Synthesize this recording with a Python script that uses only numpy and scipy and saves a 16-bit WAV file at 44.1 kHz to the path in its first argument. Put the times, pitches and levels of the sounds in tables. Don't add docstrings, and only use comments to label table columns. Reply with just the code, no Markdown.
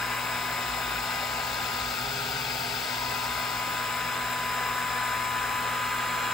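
import sys
import numpy as np
from scipy import signal
from scipy.io import wavfile
from scipy.ndimage import uniform_filter1d

SR = 44100
rng = np.random.default_rng(int(sys.argv[2]) if len(sys.argv) > 2 else 0)


def file_out(sig):
    cols = np.atleast_2d(sig).T
    lim = np.clip(cols, -1, 1)
    pcm = np.round(lim * 32767).astype(np.int16)
    wavfile.write(sys.argv[1], SR, pcm)


N = 279153

# time in seconds, place on the rail (1 left end, 0 and less far right).
HEAD_TRAVEL = [(0, 0.1), (1.8, 0.81), (2.9, 1), (4.2, 0.085), (4.7, 0.0033), (6.33, -0.61)]
# multiple of the pitch, level in dB.
SINGLE_SINE = [(1, 0)]
PUMP_HZ = 60


def gain_of(db):
    return 10 ** (np.asarray(db) / 20)


def evened(x):
    return x / np.sqrt(np.mean(x ** 2) + 1e-20)


def seconds():
    return np.arange(N) / SR


def columns(rows, at):
    key, *rest = np.transpose(rows)
    return [np.interp(at, key, column) for column in rest]


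def heard(rows):
    return columns(rows, columns(HEAD_TRAVEL, seconds())[0])


def between(start_s, end_s, ramp_s):
    t = seconds()
    return np.clip(np.minimum(t - start_s, end_s - t) / ramp_s, 0, 1)


def wander(per_s):
    t = np.arange(0, N + 256, 256) / SR
    rates = per_s * np.geomspace(.05, 1, num=16)
    slow = sum(np.sin(2 * np.pi * (f * t + rng.random())) / np.sqrt(f) for f in rates)
    return np.interp(seconds(), t, evened(slow))


def stack(hz, orders, pan_db, lead, waver_db):
    phase = 2 * np.pi * np.cumsum(hz * np.ones(N)) / SR
    side = np.array([[.5], [-.5]])
    tones = 0
    for multiple, db in orders:
        level = gain_of(db + waver_db * wander(per_s=6))
        start = 2 * np.pi * rng.random()
        tones = tones + level * np.sin(multiple * phase + start + lead * side)
    return np.sqrt(2) * gain_of(pan_db * side) * tones


def beam_on():
    off_s, fade_s, on_s, swell_s = 1.84, .07, 2.78, .21
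    t = seconds()
    return np.clip(np.maximum(1 - (t - off_s) / fade_s, (t - on_s) / swell_s), 0, 1)


def uncancelled():
    dips_s, length_s, depth = [1.96, 2.84], .05, .8
    t = seconds()
    return 1 - depth * sum(np.exp(-((t - s) / length_s) ** 2) for s in dips_s)


def treble_stereo(hz):
    # centre of the change in Hz, width in Hz, likeness of left and right there (0-1).
    phase_steps = [(8600, 800, .6), (10650, 800, .5), (12700, 800, .5), (14400, 1200, .7)]
    same, lead = 1, 0
    for centre, width, likeness in phase_steps:
        step = np.clip((hz - centre) / width + .5, 0, 1)
        same = same - (1 - likeness) * np.sin(np.pi * step) ** 2
        lead = lead - np.pi * step
    return same, lead


def air(patchy_db=1.03, flicker_db=2.0, ripple_db=1.42):
    # frequency in Hz, level in dB per Hz before the flicker at the
    rush = [(634, -70.5, -71, -71, -70.5, -72, -71), (700.0, -66.5, -66.5, -68.5, -67.5, -67.5, -67.0),
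            (805, -62.5, -67, -61.5, -66, -66.5, -70), (903, -59.1, -65, -65, -70.7, -64, -66),
            (953, -63, -70, -68, -70, -68.2, -67), (1082, -77, -74, -58.5, -65.5, -60, -65),
            (1160, -70, -75.3, -68, -70.5, -60.5, -70), (1285, -64, -72.5, -64.6, -68, -66.5, -71.1),
            (1435, -61, -71, -63.5, -65.5, -62.5, -66), (1610, -64, -64, -62.5, -62.5, -65, -59.8),
            (1730, -78, -74, -61, -59, -66, -68), (1840, -71, -77, -77, -72, -70, -73),
            (1915, -67.5, -74, -68.7, -69, -68.9, -68.1), (2120, -65.5, -75, -64.5, -67.5, -66.7, -68),
            (2340, -66.5, -79, -65.5, -71.5, -65.5, -67), (2510, -65, -76.5, -66, -67, -65, -68),
            (2740, -65.5, -75, -70, -73, -70, -73), (3100, -71.5, -86, -72, -76, -72, -75),
            (3250.0, -67.5, -72, -73, -85, -73, -73.1), (3480.0, -69.5, -72.5, -70.5, -77.5, -73, -72),
            (3660, -66.5, -76.3, -74, -74, -77, -76), (4000, -71, -87, -70.5, -75, -71, -72),
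            (4160, -67, -73, -74, -80.0, -73.6, -75), (4410, -71, -71, -83.5, -87, -80, -79),
            (4650.0, -71, -74, -78.5, -80, -83, -82.7), (4900, -64, -75, -77, -82, -81.5, -78),
            (4970.0, -67, -79, -73.5, -77.5, -77, -76.5), (5190.0, -68.5, -79, -73.5, -75.5, -78.5, -77.5),
            (5350.0, -68.5, -75, -80, -81, -81, -80), (5590, -78, -81, -77, -86.1, -80, -84),
            (5850.0, -80, -83.6, -82.5, -87, -82.6, -83.9), (6160, -76, -82, -82, -84, -83.2, -84),
            (6540.0, -75.5, -86.0, -81, -86.8, -82, -82)]
    # frequency in Hz, level in dB per Hz before the flicker
    hiss = [(7000, -80, -81), (7460, -78.5, -76.5), (7740, -79.5, -79), (9000, -81, -81), (9500, -81, -82),
            (10100, -84, -83.5), (10900, -83.5, -83), (11650, -84.5, -84.5), (12300, -88.5, -92.5),
            (12800, -85, -88), (13500, -81, -79), (14000, -82, -82), (14500, -77, -81), (15000, -79, -83.5),
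            (15600, -78, -79)]
    # frequency in Hz, level in dB per Hz before the flicker
    rumble = [(20, -95, -94), (35, -91, -89), (50, -76, -78), (75, -73, -71), (110, -75.5, -75),
              (160, -76.5, -74.5), (220, -81.5, -75.5), (300, -75.5, -76.5), (470, -73, -71.5),
              (600, -71, -71)]
    # frequency in Hz, likeness (0-1) and
    port_pair = [(40, 0.99, 0.22, 1, 0), (300, 0.94, 0.22, 0.86, 0.73), (675, 0.85, 0.77, 1, 0.35),
                 (980, 0.13, 0.73, 0.96, 1), (1400, 0.7, 1.0, 0.92, 0.25), (1750, 0.6, 1.3, 0.93, 0.15),
                 (2060, 0.72, 0.75, 0.93, 0.35), (2410, 0.72, 1.15, 0.93, 0.7),
                 (2750, 0.72, 0.95, 0.88, 0.75), (3100, 0.5, -0.1, 0.75, 0.45), (3440, 0.9, 0, 0.82, 0.15),
                 (3900, 0.92, 0, 0.9, 0.05), (4470, 0.92, 0, 0.77, 0.1), (4820, 0.9, 0, 0.7, 0),
                 (5260, 0.66, -0.8, 0.68, -1.5), (6100, 0.62, -0.28, 0.1, 6), (6600, 0.47, 0.45, 0.65, 0)]
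    treble_hz, far_right = 6900, -.5
    frames, hz = N // 512 + 5, np.fft.rfftfreq(2048, 1 / SR)
    travel = columns(HEAD_TRAVEL, np.arange(frames) * 512 / SR)[0]
    place, beyond = np.clip(travel, 0, 1), np.clip(travel / far_right, 0, 1)

    low = [(f, left, right, left, right, left, right) for f, left, right in rumble[:-1]]
    high = [(f, near, near, far, far, far, far) for f, near, far in hiss]
    levels = [c[:, None] for c in columns(low + rush + high, hz)]
    left_db, right_db, left_far_db, right_far_db, left_end_db, right_end_db = levels
    left_now_db = left_far_db + place * (left_db - left_far_db) + beyond * (left_end_db - left_far_db)
    right_now_db = right_far_db + place * (right_db - right_far_db) + beyond * (right_end_db - right_far_db)

    stereo = zip(columns(port_pair + [(treble_hz, 1, 0, 1, 0)], hz), 2 * treble_stereo(hz))
    same, lead, same_far, lead_far = (np.where(hz < treble_hz, c, treble)[:, None] for c, treble in stereo)
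    same = np.clip(same_far + place * (same - same_far), 0, 1)
    lead = lead_far + place * (lead - lead_far)

    a, b, c, d, patches, ripple = rng.standard_normal((frames, len(hz), 6)).T
    patches = evened(uniform_filter1d(uniform_filter1d(patches, size=10, axis=0), size=2, axis=1))
    ripple = evened(uniform_filter1d(uniform_filter1d(ripple, size=3, axis=0), size=60, axis=1))
    depth_db = patchy_db + flicker_db * np.clip((hz[:, None] - 8000) / 5000, 0, 1)
    flicker = gain_of(depth_db * patches + ripple_db * ripple)

    first = a + 1j * b
    second = (same * first + np.sqrt(1 - same ** 2) * (c + 1j * d)) * np.exp(-1j * lead)
    spectra = np.array([first * gain_of(left_now_db), second * gain_of(right_now_db)]) * flicker
    per_hz = 1 / signal.istft(first, nperseg=2048, noverlap=1536)[1].std()
    noise = signal.istft(spectra, nperseg=2048, noverlap=1536)[1][:, :N]
    return np.sqrt(SR / 2) * per_hz * noise


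def fan():
    # place of the head, level in dB before the idle drop, left minus right in dB,
    # left port's lead in radians.
    fan_heard = [(-.6, -39, 10, .3), (-.3, -42, 13.5, .4), (0, -40, 6, .6), (.15, -42, 4, 0.62),
                 (.55, -40, -1.5, 1), (1, -40, -5, 0.93)]
    # multiple of the shaft speed, level in dB before the idle drop.
    frame_orders = [(1, -66), (4, -60), (6, -57.5), (8, -53.5), (9, -59), (12, -58), (16, -56), (21, -62)]
    blade_hz, idle_rise_hz, waver_hz, blade_count = 1240.6, 13.5, 0.44, 7
    lag_s, idle_db = 0.24, -6
    r = np.exp(-1 / (lag_s * SR))
    idle = signal.lfilter([1 - r], [1, -r], 1 - beam_on())
    db, pan_db, lead = heard(fan_heard)
    hz = blade_hz + idle_rise_hz * idle + waver_hz * wander(per_s=4.99)
    blades = gain_of(db) * stack(hz, SINGLE_SINE, pan_db, lead, waver_db=0.6)
    frame = stack(hz / blade_count, frame_orders, pan_db=12, lead=0.57, waver_db=2.0)
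    return gain_of(idle_db * idle) * (blades + frame)


def beam():
    # place of the head, level in dB
    # (the whine's before its outward drop), left minus right in dB, left port's lead in radians.
    whine_heard = [(-.6, -34.5, -2.5, .5), (-.22, -34.5, 5, .7), (.1, -35.5, 1.5, .2), (.5, -37.5, 3, .05),
                   (1, -40, 6, 0)]
    octave_heard = [(-.6, -48, -2, .1), (-.2, -47, 3, .1), (.1, -44, 6, .25), (.5, -48, 5, .3),
                    (1, -50.5, 9, .3)]
    whistle_heard = [(-.6, -70, 3, -.2), (-.35, -56, 6, -.2), (0, -57.5, 1, -.7), (.12, -51.5, 7, -.6),
                     (.4, -55, 13, -.7), (.65, -59, 8, -.6), (.85, -64, 0, -.6), (1, -60, 3, -.6)]
    # multiple of the whine, level in dB relative to the octave.
    overtones = [(3, -20), (5, -13.5), (6, -27)]
    # multiple of the whine, level in dB relative to the octave.
    top_orders = [(11, -23), (15, -22)]
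    whine_hz, whistle_hz = 1000, 5158.5
    outward_db, outward_end_s = -3.5, 2.78
    db, pan_db, lead = heard(whine_heard)
    octave_db, octave_pan_db, octave_lead = heard(octave_heard)
    whistle_db, whistle_pan_db, whistle_lead = heard(whistle_heard)
    db = db + outward_db * (seconds() < outward_end_s)
    whine = gain_of(db) * stack(whine_hz, SINGLE_SINE, pan_db, lead, waver_db=0.5)
    upper = stack(whine_hz, [(2, 0)] + overtones, octave_pan_db, octave_lead, waver_db=1.7)
    top = stack(whine_hz, top_orders, pan_db=0, lead=0, waver_db=4.0)
    whistle = stack(whistle_hz, SINGLE_SINE, whistle_pan_db, whistle_lead, waver_db=3.4)
    return beam_on() * (whine + gain_of(octave_db) * (upper + top) + gain_of(whistle_db) * whistle)


def pump():
    # multiple of the mains, level in dB.
    pump_orders = [(1, -57), (3, -63), (4, -57.5), (7, -58.5), (11, -55)]
    hum_db = -48.5
    others = stack(PUMP_HZ, pump_orders, pan_db=-0.5, lead=0.092, waver_db=0.25)
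    hum = stack(2 * PUMP_HZ, SINGLE_SINE, pan_db=-1.0, lead=0.085, waver_db=.5)
    return others + uncancelled() * gain_of(hum_db) * hum


def blower():
    # multiple of the shaft speed, level in dB.
    blower_orders = [(1, -64), (4, -63), (5, -50.7), (10, -59.5)]
    return stack(49.56, blower_orders, pan_db=-1.0, lead=-0.6, waver_db=.8)


def throb():
    # time in seconds, level in dB before the swing.
    throb_levels = [(0, -67), (.7, -49), (1.1, -53), (1.9, -53), (2.4, -54), (5.1, -66), (5.6, -63),
                    (6.33, -63)]
    throb_hz, drift_hz, swing_db = 55.8, 0.37, 3
    level = gain_of(columns(throb_levels, seconds())[0] + swing_db * wander(per_s=8))
    hz = throb_hz + drift_hz * wander(per_s=3.5)
    return level * stack(hz, SINGLE_SINE, pan_db=-1, lead=0, waver_db=-2.5)


def drone():
    # pitch in Hz, width in Hz of each smoothing, level in dB.
    drone_rows = [(168.2, 8.3, -60)]
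    out = 0
    for hz, width, db in drone_rows:
        r = np.exp(-np.pi * width / SR)
        noise = rng.standard_normal((N, 2)) @ [1, 1j]
        drift = signal.lfilter([1], [1, -r], signal.lfilter([1], [1, -r], noise))
        out = out + gain_of(db) * evened((drift * np.exp(2j * np.pi * hz * seconds())).real)
    return out


def stepper():
    # multiple of the step rate, level in dB relative to the motor's level.
    overtone_orders = [(3, -.5), (6, -5), (7, -4)]
    start_s, end_s, ramp_s = 1.86, 2.92, .19
    low_hz, full_hz = 92, 135.5
    full_db, slow_db = -47, -4
    ends_db, settle_db_per_s = -5, -7
    speed = between(start_s, end_s, ramp_s)
    hz = low_hz + (full_hz - low_hz) * speed
    level = np.minimum(3 * speed, 1) * gain_of(full_db + slow_db * (1 - speed))
    mid_move = between(start_s, end_s, (end_s - start_s) / 2)
    arch = uncancelled() * gain_of(ends_db * (1 - mid_move))
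    main = arch * stack(hz, SINGLE_SINE, pan_db=-3.0, lead=.1, waver_db=-1.5)
    settle = gain_of(settle_db_per_s * np.clip(seconds() - start_s, 0, 2))
    overtones = settle * stack(hz, overtone_orders, pan_db=-2.5, lead=.1, waver_db=0.7)
    return level * (main + speed ** 2 * overtones)


def scene():
    return air() + fan() + beam() + pump() + blower() + throb() + drone() + stepper()


def record(dry):
    edge_hz = 15760
    lowpass = signal.firwin(1023, edge_hz, window=("kaiser", 9), fs=SR)
    return signal.oaconvolve(dry, lowpass[None], "same")


dry = scene()
out = record(dry)
file_out(out)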